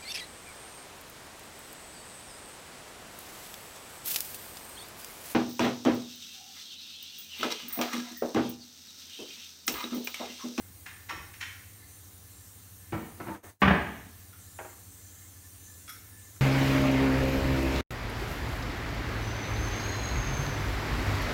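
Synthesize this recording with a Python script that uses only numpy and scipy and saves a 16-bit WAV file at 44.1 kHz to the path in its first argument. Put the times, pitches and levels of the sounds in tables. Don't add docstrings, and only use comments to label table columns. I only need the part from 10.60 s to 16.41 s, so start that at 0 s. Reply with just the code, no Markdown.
import sys
import numpy as np
from scipy import signal
from scipy.io import wavfile
from scipy.ndimage import uniform_filter1d

SR = 44100
rng = np.random.default_rng(int(sys.argv[2]) if len(sys.argv) > 2 else 0)


def master_out(mix):
    frames = np.transpose(np.atleast_2d(mix))
    ceiling = np.clip(frames, -1, 1)
    pcm = np.round(ceiling * 32767).astype(np.int16)
    wavfile.write(sys.argv[1], SR, pcm)


N = 256220


def amp(db):
    return 10 ** (np.asarray(db) / 20)


def evened(x):
    return x / np.sqrt(np.mean(x ** 2) + 1e-20)


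def read(points, hz):
    point_hz, value = np.transpose(points)
    return np.interp(np.log(hz + 1), np.log(point_hz + 1), value)


def add(mix, s, sound):
    part = mix[round(s * SR):][:len(sound)]
    part += sound[:len(part)]


def noise(spectrum, patchy_db, echo=0, size=1024):
    hz = np.fft.rfftfreq(size, 1 / SR)
    real, imag, patches = rng.standard_normal((3, N * 4 // size + 5, len(hz)))
    patches = uniform_filter1d(patches, size=16, axis=0)
    patches = evened(uniform_filter1d(patches, size=12, axis=1))
    delays_s = rng.uniform(.002, .02, (12, 1))
    echoes = np.exp(-2j * np.pi * hz * delays_s).sum(0) / np.sqrt(len(delays_s))
    slices = (real + 1j * imag) * abs(1 + echo * echoes) * amp(read(spectrum, hz) + patchy_db * patches)
    return evened(signal.istft(slices.T, nperseg=size, noverlap=size * 3 // 4)[1][:N])


# (pitch [Hz], level [dB])
HUM_TONES = [(100.7, -59), (88.6, -59)]

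def hum(waver=0.24):
    t = np.arange(N) / SR
    drift_hz = np.geomspace(.7, 9, 20)
    out = np.zeros(N)
    for hz, db in HUM_TONES:
        drift = evened(sum(np.sin(2 * np.pi * (f * t + rng.random())) / f ** 0.23 for f in drift_hz))
        tone = np.sqrt(2) * np.sin(2 * np.pi * (hz * t + rng.random()))
        out += amp(db) * (1 + waver * drift) * tone
    return out


# (pitch [Hz], relative level [dB])
FLAME_SPECTRUM = [(25, -38), (40, -41), (50, -6.5), (85, 4.5), (125, -3), (200, -6.5), (320, -10),
                  (480, -17), (900, -20.5), (1500, -20.5), (2000, -24.5), (2400, -24), (4000, -22.5),
                  (9000, -38)]

def flame():
    return amp(-58.5) * noise(FLAME_SPECTRUM, patchy_db=-0.03, echo=0.5, size=4096)


# (pitch [Hz], relative level [dB])
HISS_SPECTRUM = [(1500, -6), (3100, -9), (3700, -5.5), (4700, -4), (5050, -7), (6100, -0.5), (7800, -3),
                 (8500, 3.5), (9900, 0.5), (10350, -5.5), (11200, -0.5), (12200, 0), (15600, 2)]

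def valve_hiss(db=-52, dip_s=3.28, dip_width_s=0.2, dip_db=-2.5):
    t = np.arange(N) / SR
    dip = np.exp(-((t - dip_s) / dip_width_s) ** 2)
    return amp(db + dip_db * dip) * noise(HISS_SPECTRUM, patchy_db=2.0, echo=1.0)


# (pitch [Hz], relative level [dB])
WHISTLE_SPECTRUM = [(1400, -40), (1680, -10), (1755, 10.5), (1830, -27), (1950, -10), (2110, -0.5),
                    (2250, -39), (2600, -45)]

def steam_whistle():
    return amp(-69.5) * noise(WHISTLE_SPECTRUM, patchy_db=5.0)


# (start [s], held for [s], level [dB])
STEAM_SPURTS = [(.15, 0.087, -61.5), (1.25, .1, -59), (1.68, 0.19, -59), (2.1, .2, -63.5), (2.82, .2, -65),
                (3.77, 1.5, -57.5), (5.55, .26, -59)]
# (pitch [Hz], relative level [dB])
WHEEZE_SPECTRUM = [(3000, -35), (5300, -20), (6100, 0.5), (6600, -2), (7350, 2), (7900, -3), (8300, -1),
                   (9700, -14.5), (10400, -7), (15000, -33)]

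def seal_wheeze(open_s=0.031, close_s=0.18, seep_db=-71):
    t = np.arange(N) / SR
    flow = np.full(N, amp(seep_db))
    for start, hold_s, db in STEAM_SPURTS:
        opening = np.clip((t - start) / open_s, 0, 1)
        closing = np.exp(-np.maximum(t - start - hold_s, 0) / close_s)
        flow = np.maximum(flow, amp(db) * opening * closing)
    return flow * noise(WHEEZE_SPECTRUM, patchy_db=4.0, echo=0.36)


# (pitch [Hz], time to fade by 60 dB [s])
ROOM_FADE = [(60, 1), (200, 0.76), (700, 0.62), (1800, 0.68), (3500, 0.72), (7000, 0.75), (14000, 0.39)]

def room(x, echo_db, build_s=0.0078):
    t = np.arange(SR) / SR
    echoes = rng.choice([-1., 1.], SR) * (rng.random(SR) < 4000 / SR)
    echoes *= 1 - np.exp(-t / build_s)
    hz, age, slices = signal.stft(echoes, SR, nperseg=256)
    fade = amp(-60 * age / read(ROOM_FADE, hz)[:, None])
    tail = signal.istft(slices * fade, SR, nperseg=256)[1]
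    return x + amp(echo_db) * signal.fftconvolve(x, tail / np.linalg.norm(tail))[:N]


def sharpest_click(gain):
    log_gain = np.log(np.maximum(gain, gain.max() * 1e-5))
    mirrored = np.concatenate([log_gain, log_gain[-2:0:-1]])
    return np.fft.ifft(np.exp(np.conj(signal.hilbert(mirrored)))).real


def contact(hz, dull_hz, thin_hz):
    return 1 / np.sqrt((1 + (hz / dull_hz) ** 4) * (1 + (thin_hz / (hz + 1)) ** 4))


def struck(blows, body, notes, clatter_s, swell_s, echo_db, size=8192):
    t, hz = np.arange(SR) / SR, np.fft.rfftfreq(size, 1 / SR)
    swell = 1 - np.exp(-t / swell_s)
    clatter_shape = (swell * amp(-60 * t / clatter_s))[:size]
    note_hz, note_db, fade_s = np.transpose(notes)
    cycles = np.outer(note_hz, t)
    swing_up = 1 - np.exp(-np.minimum(cycles, 20))
    tones = swell * swing_up * np.sin(2 * np.pi * cycles) * amp(-60 * t / fade_s[:, None])
    blow_samples = .02 * SR
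    clatter, ringing = np.zeros((2, N))
    for s, db, dull_hz, thin_hz, ring_db in blows:
        click = sharpest_click(amp(read(body, hz)) * contact(hz, dull_hz, thin_hz))
        hit = signal.fftconvolve(clatter_shape * rng.standard_normal(size), click)
        add(clatter, s, amp(db) * np.sqrt(blow_samples) * hit / np.linalg.norm(hit))
        note_gains = amp(db + ring_db + note_db) * contact(note_hz, dull_hz, thin_hz)
        add(ringing, s, note_gains @ tones)
    return room(clatter, echo_db) + ringing


# (time [s], level [dB], thin below [Hz], extra ring [dB], rocks after [s],
# rock compared with landing [dB])
POT_LANDINGS = [(.262, -44, 1200, -6, 0.02, -7), (.492, -38.5, 600, 3, .012, 0),
                (.737, -52.5, 2370, 6, 0.016, -10), (.809, -39.5, 1950, -2, 0.016, 1)]
# (time [s], level [dB], dull above [Hz], thin below [Hz])
SHELF_BLOWS = [(.52, -46.5, 455, 150), (.552, -49.5, 121, 49.6)]
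# (pitch [Hz], relative level [dB])
POT_CLATTER = [(200, -8), (600, -11.5), (950, -1.5), (1400, -3), (1800, 0.5), (2500, -5.5), (3300, -10.5),
               (4300, -14.5), (5000, -16.5), (5450, -10.5), (6000, -11.5), (6800, -11), (8000, -21),
               (14000, -13)]
# (pitch [Hz], relative level [dB], time to fade by 60 dB [s])
POT_NOTES = [(953, -8, 0.21), (1157, -13, 0.4), (1338, -9, 0.35), (1630, -16, 0.28), (1826, -7.5, 0.25),
             (2040, -13, 0.4), (2505, -10, 0.25), (2720, -27, 0.21), (3000, -22, .3), (5480, -10, 0.36),
             (5560, -13.5, 0.47)]

def pots(graze_s=.005, graze_db=-9.5, landing_dull_hz=5560, rock_dull_hz=3150, shelf_ring_db=-12):
    blows = []
    for s, db, thin_hz, ring_db, rock_s, rock_db in POT_LANDINGS:
        blows += [(s - graze_s, db + graze_db, landing_dull_hz, thin_hz, ring_db),
                  (s, db, landing_dull_hz, thin_hz, ring_db),
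                  (s + rock_s, db + rock_db, rock_dull_hz, thin_hz, ring_db)]
    blows += [(*thud, shelf_ring_db) for thud in SHELF_BLOWS]
    return struck(blows, POT_CLATTER, POT_NOTES, clatter_s=0.064, swell_s=0.0033, echo_db=-1.2)


# (time [s], level [dB], thin below [Hz], extra ring [dB], bounce compared with bump [dB])
BUMPS = [(2.3215, -34, 65, 6, -7), (2.598, -39.5, 159, 4.5, -22), (2.6645, -42, 111, 6.5, 1),
         (2.745, -46, 200, -9, -14), (2.838, -53.5, 120, -6, -14)]
# (pitch [Hz], relative level [dB])
BUMP_CLATTER = [(40, -30), (60, -6), (100, -5.5), (320, 0), (450, -8.5), (650, -4.5), (900, -7.5),
                (1350, -8.5), (2000, -8.5), (3000, -17), (5000, -19.5), (9000, -28)]
# (pitch [Hz], relative level [dB], time to fade by 60 dB [s])
BUMP_NOTES = [(76.5, -3.5, 0.23), (103.4, 3, 0.34), (158, -4.5, 0.31), (196, -5.5, 0.27), (217, -13, 0.58),
              (324.5, -5, 0.39), (490, -15.5, 0.21), (810, -15.5, 0.2), (987, -15, 0.3), (1320, -12, 0.14),
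              (1486, -18, 0.24)]

def door_bumps(bump_dull_hz=2110, bounce_s=.015, bounce_dull_hz=2000):
    blows = []
    for s, db, thin_hz, ring_db, bounce_db in BUMPS:
        blows += [(s, db, bump_dull_hz, thin_hz, ring_db),
                  (s + bounce_s, db + bounce_db, bounce_dull_hz, thin_hz, ring_db)]
    return struck(blows, BUMP_CLATTER, BUMP_NOTES, clatter_s=0.099, swell_s=0.0059, echo_db=-0.5)


# (time [s], length [s])
SQUEAK = (2.67, .1)

def hinge_squeak(hz=894, peak_db=-39, waver=0.012):
    s, length_s = SQUEAK
    count, out = int(length_s * SR), np.zeros(N)
    slip = evened(uniform_filter1d(rng.standard_normal(count), size=150))
    cycles = np.cumsum(hz * (1 + waver * slip)) / SR
    add(out, s, amp(peak_db) * np.hanning(count) * np.sin(2 * np.pi * cycles))
    return out


# (time [s], clap level [dB], lands after [s], landing level [dB],
# thumps after [s], thump level [dB], thump dull above [Hz])
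SLAMS = [(3.0176, -21, .0094, -22.5, .0392, -30, 800), (3.0742, -26, .0055, -25.5, .0309, -24, 2510)]
# (pitch [Hz], relative level [dB])
SLAM_CLATTER = [(35, -47), (55, 4), (110, -2), (200, 6), (350, -4.5), (500, -5.5), (800, 0), (1100, -1),
                (1650, 1.5), (2300, -6), (2900, -10), (3600, -18), (5000, -26), (9000, -43.5)]
# (pitch [Hz], relative level [dB], time to fade by 60 dB [s])
SLAM_NOTES = [(64.1, -10, 0.57), (72.2, -4.5, 0.41), (97.8, -15, 0.63), (134.3, -13, 0.4),
              (170.2, -4, 0.33), (192, 2, 0.19), (224.2, -17.5, 0.76), (263, -21, 0.4),
              (388.5, -16.5, 0.54), (581, -21.5, 0.32), (696, -28, 0.99), (1005, -10.5, 0.54),
              (1142, -9.5, 0.25), (1155, -9, 0.31), (1374, -23, 0.64), (1513, -12, 0.32), (1546, -17, 0.46),
              (1660, -21, 0.82), (1976, -23.5, 0.67), (2190, -46, 0.45)]

def door_slams(ring_db=4, thump_ring_db=-1):
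    clap_dull_hz, clap_thin_hz = 6000, 191
    land_dull_hz, panel_thin_hz = 4900, 49.7
    blows = []
    for s, clap_db, land_s, land_db, thump_s, thump_db, thump_dull_hz in SLAMS:
        blows += [(s, clap_db, clap_dull_hz, clap_thin_hz, ring_db),
                  (s + land_s, land_db, land_dull_hz, panel_thin_hz, ring_db),
                  (s + thump_s, thump_db, thump_dull_hz, panel_thin_hz, thump_ring_db)]
    return struck(blows, SLAM_CLATTER, SLAM_NOTES, clatter_s=0.093, swell_s=0.0021, echo_db=-1.5)


# (time [s], level [dB], dull above [Hz], thin below [Hz], extra ring [dB])
LID_BLOWS = [(3.727, -57.5, 4000, 800, -3), (5.277, -50.5, 6000, 1100, 1), (5.2905, -44, 13000, 1400, -3),
             (5.76, -63, 3010, 900, -10)]
# (pitch [Hz], relative level [dB])
LID_CLATTER = [(1000, -21), (1390, 8.5), (1700, -10), (2100, -1.5), (2750, -16), (3360, -9.5),
               (4400, -13.5), (5450, -6), (7500, -15), (9850, -4.5), (10800, -18), (11800, 2), (13000, -11),
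               (15000, -11)]
# (pitch [Hz], relative level [dB], time to fade by 60 dB [s])
LID_NOTES = [(1274, 1, 0.28), (1457, -4.5, 0.26), (2080, -9.5, 0.33), (3358, 2, .2), (5340, -7, 0.33),
             (5620, -6, 0.33), (9890, -9, .25), (11850, -6, .16)]

def lid_clinks():
    return struck(LID_BLOWS, LID_CLATTER, LID_NOTES, clatter_s=0.07, swell_s=0.0027, echo_db=-2.5)


# (time [s], level [dB], dull above [Hz], thin below [Hz], extra ring [dB])
COUNTER_BLOWS = [(3.987, -41.5, 4000, 400, 0.5), (4.007, -45.5, 2000, 292, 1),
                 (4.047, -46.5, 2500, 300, -1)]
# (pitch [Hz], relative level [dB])
TAP_CLATTER = [(200, -9.5), (400, 0), (650, -2), (1200, -6), (1900, -8), (3100, -18), (4200, -31),
               (9000, -32)]
# (pitch [Hz], relative level [dB], time to fade by 60 dB [s])
TAP_NOTES = [(364, -4.5, 0.37), (636, 0, 0.19), (812, -3.5, 0.17), (1172, -8, 0.18), (1613, -10, 0.34)]

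def counter_taps():
    return struck(COUNTER_BLOWS, TAP_CLATTER, TAP_NOTES, clatter_s=0.097, swell_s=0.0011, echo_db=-6.5)


def scene():
    knocks = pots() + door_bumps() + door_slams() + counter_taps() + lid_clinks()
    squeak = hinge_squeak()
    stove = flame() + valve_hiss() + seal_wheeze() + steam_whistle()
    return (knocks + squeak + stove + hum())[None]


# (starts to sink [s], lowest at [s], back at [s], depth [dB])
LEVEL_DIPS = [(2.751, 2.826, 2.838, 22), (2.902, 2.99, 3.012, 32)]

def record(dry):
    t = np.arange(N) / SR
    dip_db = sum(np.interp(t, [start, lowest, back], [0, depth_db, 0])
                 for start, lowest, back, depth_db in LEVEL_DIPS)
    treble_cut = signal.firwin(801, 15750, window=("kaiser", 9), fs=SR)
    return signal.oaconvolve(dry * amp(-dip_db), treble_cut[None], "same")


dry = scene()
out = record(dry)
master_out(out)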